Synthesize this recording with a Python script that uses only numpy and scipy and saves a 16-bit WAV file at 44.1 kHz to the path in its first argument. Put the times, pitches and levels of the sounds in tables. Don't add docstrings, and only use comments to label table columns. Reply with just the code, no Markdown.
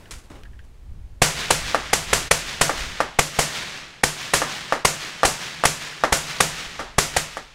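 import sys
import numpy as np
from scipy import signal
from scipy.fft import rfft, irfft, next_fast_len
from scipy.io import wavfile

SR = 44100
rng = np.random.default_rng(int(sys.argv[2]) if len(sys.argv) > 2 else 0)


def store_pcm(level_fs):
    pcm = np.round(np.clip(level_fs, -1, 1) * 32767).astype(np.int16)
    wavfile.write(sys.argv[1], SR, np.atleast_2d(pcm).T)


N = 332514
T = np.arange(N) / SR
SHOT_T = T[:int(0.6 * SR)]
ECHO_T = T[:int(1.1 * SR)]


def from_db(db):
    return 10 ** (np.asarray(db) / 20)


def curve(rows, t):
    return from_db(np.interp(t, *np.transpose(rows)))


def decay(t60):
    return 1e-3 ** (SHOT_T / t60)


def add(out, s, sound):
    i = max(round(s * SR), 0)
    out[i:i + len(sound)] += sound[:len(out) - i]


def noise(spectrum, size=len(SHOT_T)):
    hz, db = np.transpose(spectrum)
    n = next_fast_len(size)
    f = np.maximum(np.fft.rfftfreq(n, 1 / SR), 1)
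    gain = from_db(np.interp(np.log(f), np.log(hz), db))
    x = irfft(rfft(rng.standard_normal(n)) * gain, n)[:size]
    return x / x.std()


def lumps(t, per_s, depth_db):
    knots = rng.standard_normal(2048)
    return from_db(depth_db * np.interp(t * per_s, np.arange(len(knots)), knots))


def ring(modes, spread_db):
    out = np.zeros(len(SHOT_T))
    for hz, db, t60 in modes:
        strength = from_db(db + spread_db * rng.standard_normal())
        out += strength * np.sin(2 * np.pi * hz * SHOT_T) * decay(t60)
    return out


def blast(paths, pulse_ms, steepness, jitter_ms):
    out = np.zeros(len(SHOT_T))
    phase = np.minimum(SHOT_T[:256] * 1000 / pulse_ms, 1)
    wave = -np.sin(2 * np.pi * phase) - steepness * np.sin(4 * np.pi * phase)
    for k, (ms, db) in enumerate(paths):
        jitter = (k > 0) * jitter_ms * rng.standard_normal()
        add(out, (ms + jitter) / 1000, from_db(db) * wave)
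    return out


def air_loss(x, loss_db):
    f, t, z = signal.stft(x, SR, nperseg=256)
    loss = from_db(-loss_db * np.outer(f / 1e4, t))
    return signal.istft(z * loss, SR)[1][:len(x)]


def ground(colour, terrain, same, t60, rise_s, loss_db):
    same = np.clip(same, 0, 1)
    scatter = np.sqrt(same) * terrain + np.sqrt(1 - same) * noise(colour)
    rise = 1 - np.exp(-(SHOT_T / rise_s) ** 2)
    return air_loss(scatter, loss_db) * decay(t60) * rise


# (t/s, blast level/dB, ground level/dB, hill echo level/dB)
LEFT_SHOTS = [(1.2186,3,3.5,4.5), (1.5054,3.5,-0.5,2.5), (1.9313,3,-1.5,0.5), (2.1301,1,.5,-2.5),
              (2.311,4.5,-0.5,0.5), (2.612,3,0.5,2.5), (3.189,3.5,-2,0), (3.3885,-.5,0.2,3),
              (4.035,3,-1.5,1), (4.3362,2,1.2,2), (4.8494,4,0,0.5), (5.2497,1.5,0,1),
              (5.6524,3.5,-0.7,-0.5), (6.1237,0,0.4,1.5), (6.404,3.5,-.5,0), (6.983,3.7,0.6,-1),
              (7.1651,2,-2,-3.5)]
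# (delay t/ms, level/dB)
LEFT_PATHS = [(0, -9), (1.45, -12), (2.55, -10), (3.65, -7), (4.2, -9.5), (5.4, -35)]
# (f/Hz, relative level/dB)
GAS = [(100, 2), (280, -8), (500, -2.5), (900, -0.5), (1900, 1.5), (2600, -2.5), (4200, -7), (7000, -6),
       (10000, -7), (12000, -17.5), (15500, -35)]
# (f/Hz, relative level/dB)
LEFT_GROUND = [(40, 2.5), (250, -1), (500, 0.5), (1800, 1), (4000, -2), (7000, 1), (10000, -5.5),
               (12500, -12), (15500, -23)]
# (f/Hz, relative level/dB, t60/s)
MOUNT = [(123.7, -23.5, 0.086), (148.5, -26.5, 0.41), (163.2, -29.5, 0.34), (403, -25.5, 0.1),
         (497, -27, 0.14), (551, -31, 0.31), (675, -29, 0.29)]


def left_rifle():
    out, terrain = np.zeros(N), noise(LEFT_GROUND)
    gas_s, gas_rise_s, lead_s = 0.0089, 0.0018, 0.003
    boom_db, swell_db = -1, -18.5
    jet = np.exp(-(SHOT_T / gas_s) ** 4) * (1 - np.exp(-SHOT_T / gas_rise_s))
    lead = (SHOT_T / lead_s) ** 2 * (SHOT_T < lead_s)
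    swell = -np.sin(2 * np.pi * 65 * SHOT_T) * decay(0.031)
    for s, blast_db, ground_db, echo_db in LEFT_SHOTS:
        shock = from_db(-3) * blast(LEFT_PATHS, pulse_ms=1.0, steepness=0.55, jitter_ms=0.06)
        gas = from_db(-11.5) * noise(GAS) * jet
        scatter = ground(LEFT_GROUND, terrain, same=0.25, t60=0.4, rise_s=0.0047, loss_db=24)
        boom = ring(MOUNT, spread_db=1.5) * lumps(SHOT_T, per_s=44, depth_db=2.5)
        add(out, s - lead_s, from_db(blast_db - 21) * noise(GAS) * lead)
        add(out, s, from_db(blast_db) * (shock + gas))
        add(out, s, from_db(ground_db - 17.0) * scatter)
        add(out, s, from_db(boom_db + ground_db) * boom)
        add(out, s + 0.0071, from_db(swell_db) * swell)
        add(out, s, from_db(echo_db) * hills())
    return out


# (f/Hz, relative level/dB)
HILLS = [(40, -14), (100, -6.5), (150, 4.5), (210, -3.5), (300, -5.5), (500, -5), (900, -4), (1800, 2),
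         (3500, 0.5), (6500, -4.5), (9500, -12), (12000, -18.5), (15500, -20)]


def hills():
    wash = air_loss(noise(HILLS, size=len(ECHO_T)), loss_db=24)
    return wash * hill_envelope() * lumps(ECHO_T, per_s=680, depth_db=1.5)


# (delay t/s, relative level/dB, build-up t/s, t60/s)
SLOPES = [(0.111, -37, 0.04, 1.65), (0.182, -30.5, 0.04, 1.46), (.39, -37.5, .08, .6),
          (.62, -49.5, 0.069, 1.9)]


def hill_envelope():
    power = 0
    for delay_s, db, build_s, t60 in SLOPES:
        late = ECHO_T - delay_s
        build = np.exp(-(np.minimum(late, 0) / build_s) ** 2)
        die = 1e-3 ** (np.maximum(late, 0) / t60)
        power = power + (from_db(db) * build * die) ** 2
    return np.sqrt(power)


# (t/s, blast level/dB, ground level/dB, gas hiss level/dB)
RIGHT_SHOTS = [(1.7463, 0, -1.5, -28.5), (2.6946, -8, -3, -37), (3.0042, -0.5, -1.5, -27.5),
               (4.4183, -7.5, -2, -45), (4.724, 0, 0, -43), (5.2326, 4.5, 1.5, -31), (5.638, 0, -12, -21.5),
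               (6.0375, 3, 1, -39), (6.793, -21, -6.5, -58), (7.3701, -8, -7, -30)]
# (delay t/ms, level/dB)
RIGHT_PATHS = [(0, 0.5), (1.6, -14), (4.4, -12), (5.9, -10.5), (7.6, -12), (10.8, -22), (14.8, -13.5),
               (17.3, -25)]
# (f/Hz, relative level/dB)
RIGHT_GROUND = [(60, -11), (170, -13), (270, -3), (500, -2.5), (800, -0.5), (1000, -6), (1300, -3),
                (1850, -3), (2400, -16), (6000, -18.5), (10000, -28.5), (15500, -42)]
# (f/Hz, relative level/dB)
BANK = [(150, -30), (400, -11), (800, 1), (1300, -1.5), (1800, -10), (2500, -28), (9000, -55)]


def right_rifle():
    out, terrain = np.zeros(N), noise(RIGHT_GROUND)
    tail_db, tail_t60_s = -27.5, 0.41
    for s, blast_db, ground_db, gas_db in RIGHT_SHOTS:
        pop = blast(RIGHT_PATHS, pulse_ms=0.83, steepness=0.14, jitter_ms=0.012)
        scatter = ground(RIGHT_GROUND, terrain, same=0.94, t60=0.24, rise_s=0.00082, loss_db=35)
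        tail = noise(BANK) * decay(tail_t60_s) * (1 - np.exp(-SHOT_T / 0.016))
        add(out, s, from_db(blast_db - 1.0) * pop)
        add(out, s, from_db(ground_db - 19.5) * scatter * lumps(SHOT_T, per_s=250, depth_db=1.5))
        add(out, s, from_db(gas_db) * noise(GAS) * decay(0.073))
        add(out, s, from_db(ground_db + tail_db) * tail)
    return out


# (t/s, level/dB, t60/s, bright share of power 0-1)
HANDLING = [(0.109, -35, 0.27, 0.97), (.185, -47, 0.13, 1), (.238, -50, 0.17, .3),
            (0.301, -38.5, 0.5, 0.02), (0.354, -42.5, 0.27, 0.01), (.64, -61, .2, 0.8)]
# (t/s, ring level/dB, snap level/dB, ring t60/s)
CATCHES = [(0.057, -48, -46, 0.12), (.435, -49, -42.5, 0.053), (.453, -43, -50, 0.065),
           (.533, -57, -60, 0.13), (.591, -41.5, -52, .055)]
# (f/Hz, relative level/dB)
RECEIVER = [(500, -32), (1250, -27), (1500, -4), (1700, 9), (2000, -5), (2300, -22), (2900, -12),
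            (3800, -21), (9000, -38)]
# (f/Hz, relative level/dB)
SNAP = [(500, -18), (1600, -7), (3000, 8), (3900, -10), (5600, -8), (7000, -19), (12000, -30)]


def handling():
    out = np.zeros(N)
    # (f/Hz, relative level/dB)
    steel_colour = [(100, -12), (700, -1), (1700, 5.0), (3500, 2.5), (7500, 2), (10500, -3), (15500, -21)]
    cloth_colour = [(100, 6.0), (400, -0.5), (1300, -9.0), (3000, -17.0), (12000, -40)]
    for s, db, t60, bright in HANDLING:
        bright = np.clip(bright, 0, 1)
        steel = np.sqrt(bright) * noise(steel_colour)
        cloth = np.sqrt(1 - bright) * noise(cloth_colour)
        rattle = lumps(SHOT_T, per_s=300, depth_db=1.5)
        add(out, s, from_db(db) * (steel + cloth) * decay(t60) * rattle)
    for s, ring_db, snap_db, t60 in CATCHES:
        rattle = lumps(SHOT_T, per_s=700, depth_db=1)
        receiver = from_db(ring_db) * noise(RECEIVER) * decay(t60) * rattle
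        snap = from_db(snap_db) * noise(SNAP) * decay(0.018)
        add(out, s, receiver + snap)
    return out


# (t/s, level/dB)
BREEZE = [(0, -47.5), (1.1, -42), (2.8, -44), (3.7, -55), (5.8, -59), (6.8, -45), (7.5, -46)]
# (peak t/s, whole length t/s, level/dB)
GUSTS = [(0.158, 0.088, -37), (0.524, 0.27, -38), (0.955, 0.3, -35), (1.118, .2, -38), (1.625, .2, -33.5),
         (2.2, 0.44, -39), (2.842, 0.25, -34)]
# (f/Hz, relative level/dB)
GUST = [(10, -3.5), (30, -2), (60, -2.5), (110, -15), (200, -28), (400, -41), (900, -104)]


def wind():
    power = curve(BREEZE, T) ** 2
    for s, length_s, db in GUSTS:
        swell = np.cos(np.pi * np.clip((T - s) / length_s, -0.5, 0.5))
        power = power + (from_db(db) * swell) ** 2
    return np.sqrt(power) * noise(GUST, size=N)


# (f/Hz, relative level/dB)
AIR = [(100, -1), (250, -3.5), (400, -6.5), (1000, -13), (2500, -18), (5000, -23.5), (9000, -26.5),
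       (15000, -35)]


def air():
    air_db, old_echo_db, old_echo_t60_s = -58, -48.5, 2.2
    old_echo = from_db(old_echo_db) * 1e-3 ** (T / old_echo_t60_s)
    return np.hypot(from_db(air_db), old_echo) * noise(AIR, size=N)


def scene():
    return (left_rifle() + right_rifle() + handling() + wind() + air())[None]


# (deepest t/s, fall t/s, level/dB)
DIPS = [(2.303, 0.026, -26.5), (4.029, 0.014, -8), (4.842, 0.024, -5)]


def record(dry):
    top, gain_db, cutoff_hz = 0.84, 0.13, 15700
    dip_recovery_s, fade_start_s, fade_db_per_s = 0.0084, 7.112, 23
    loud = dry / (1 + (dry / top) ** 6) ** (1 / 6)
    dip_db = np.zeros(N)
    for s, fall_s, db in DIPS:
        dip_db += np.interp(T - s, [-fall_s, 0, dip_recovery_s], [0, db, 0])
    fade_db = -fade_db_per_s * np.maximum(T - fade_start_s, 0)
    cut = signal.ellip(10, 0.1, 70, cutoff_hz, fs=SR, output="sos")
    return signal.sosfilt(cut, loud * from_db(gain_db + dip_db + fade_db))


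dry = scene()
out = record(dry)
store_pcm(out)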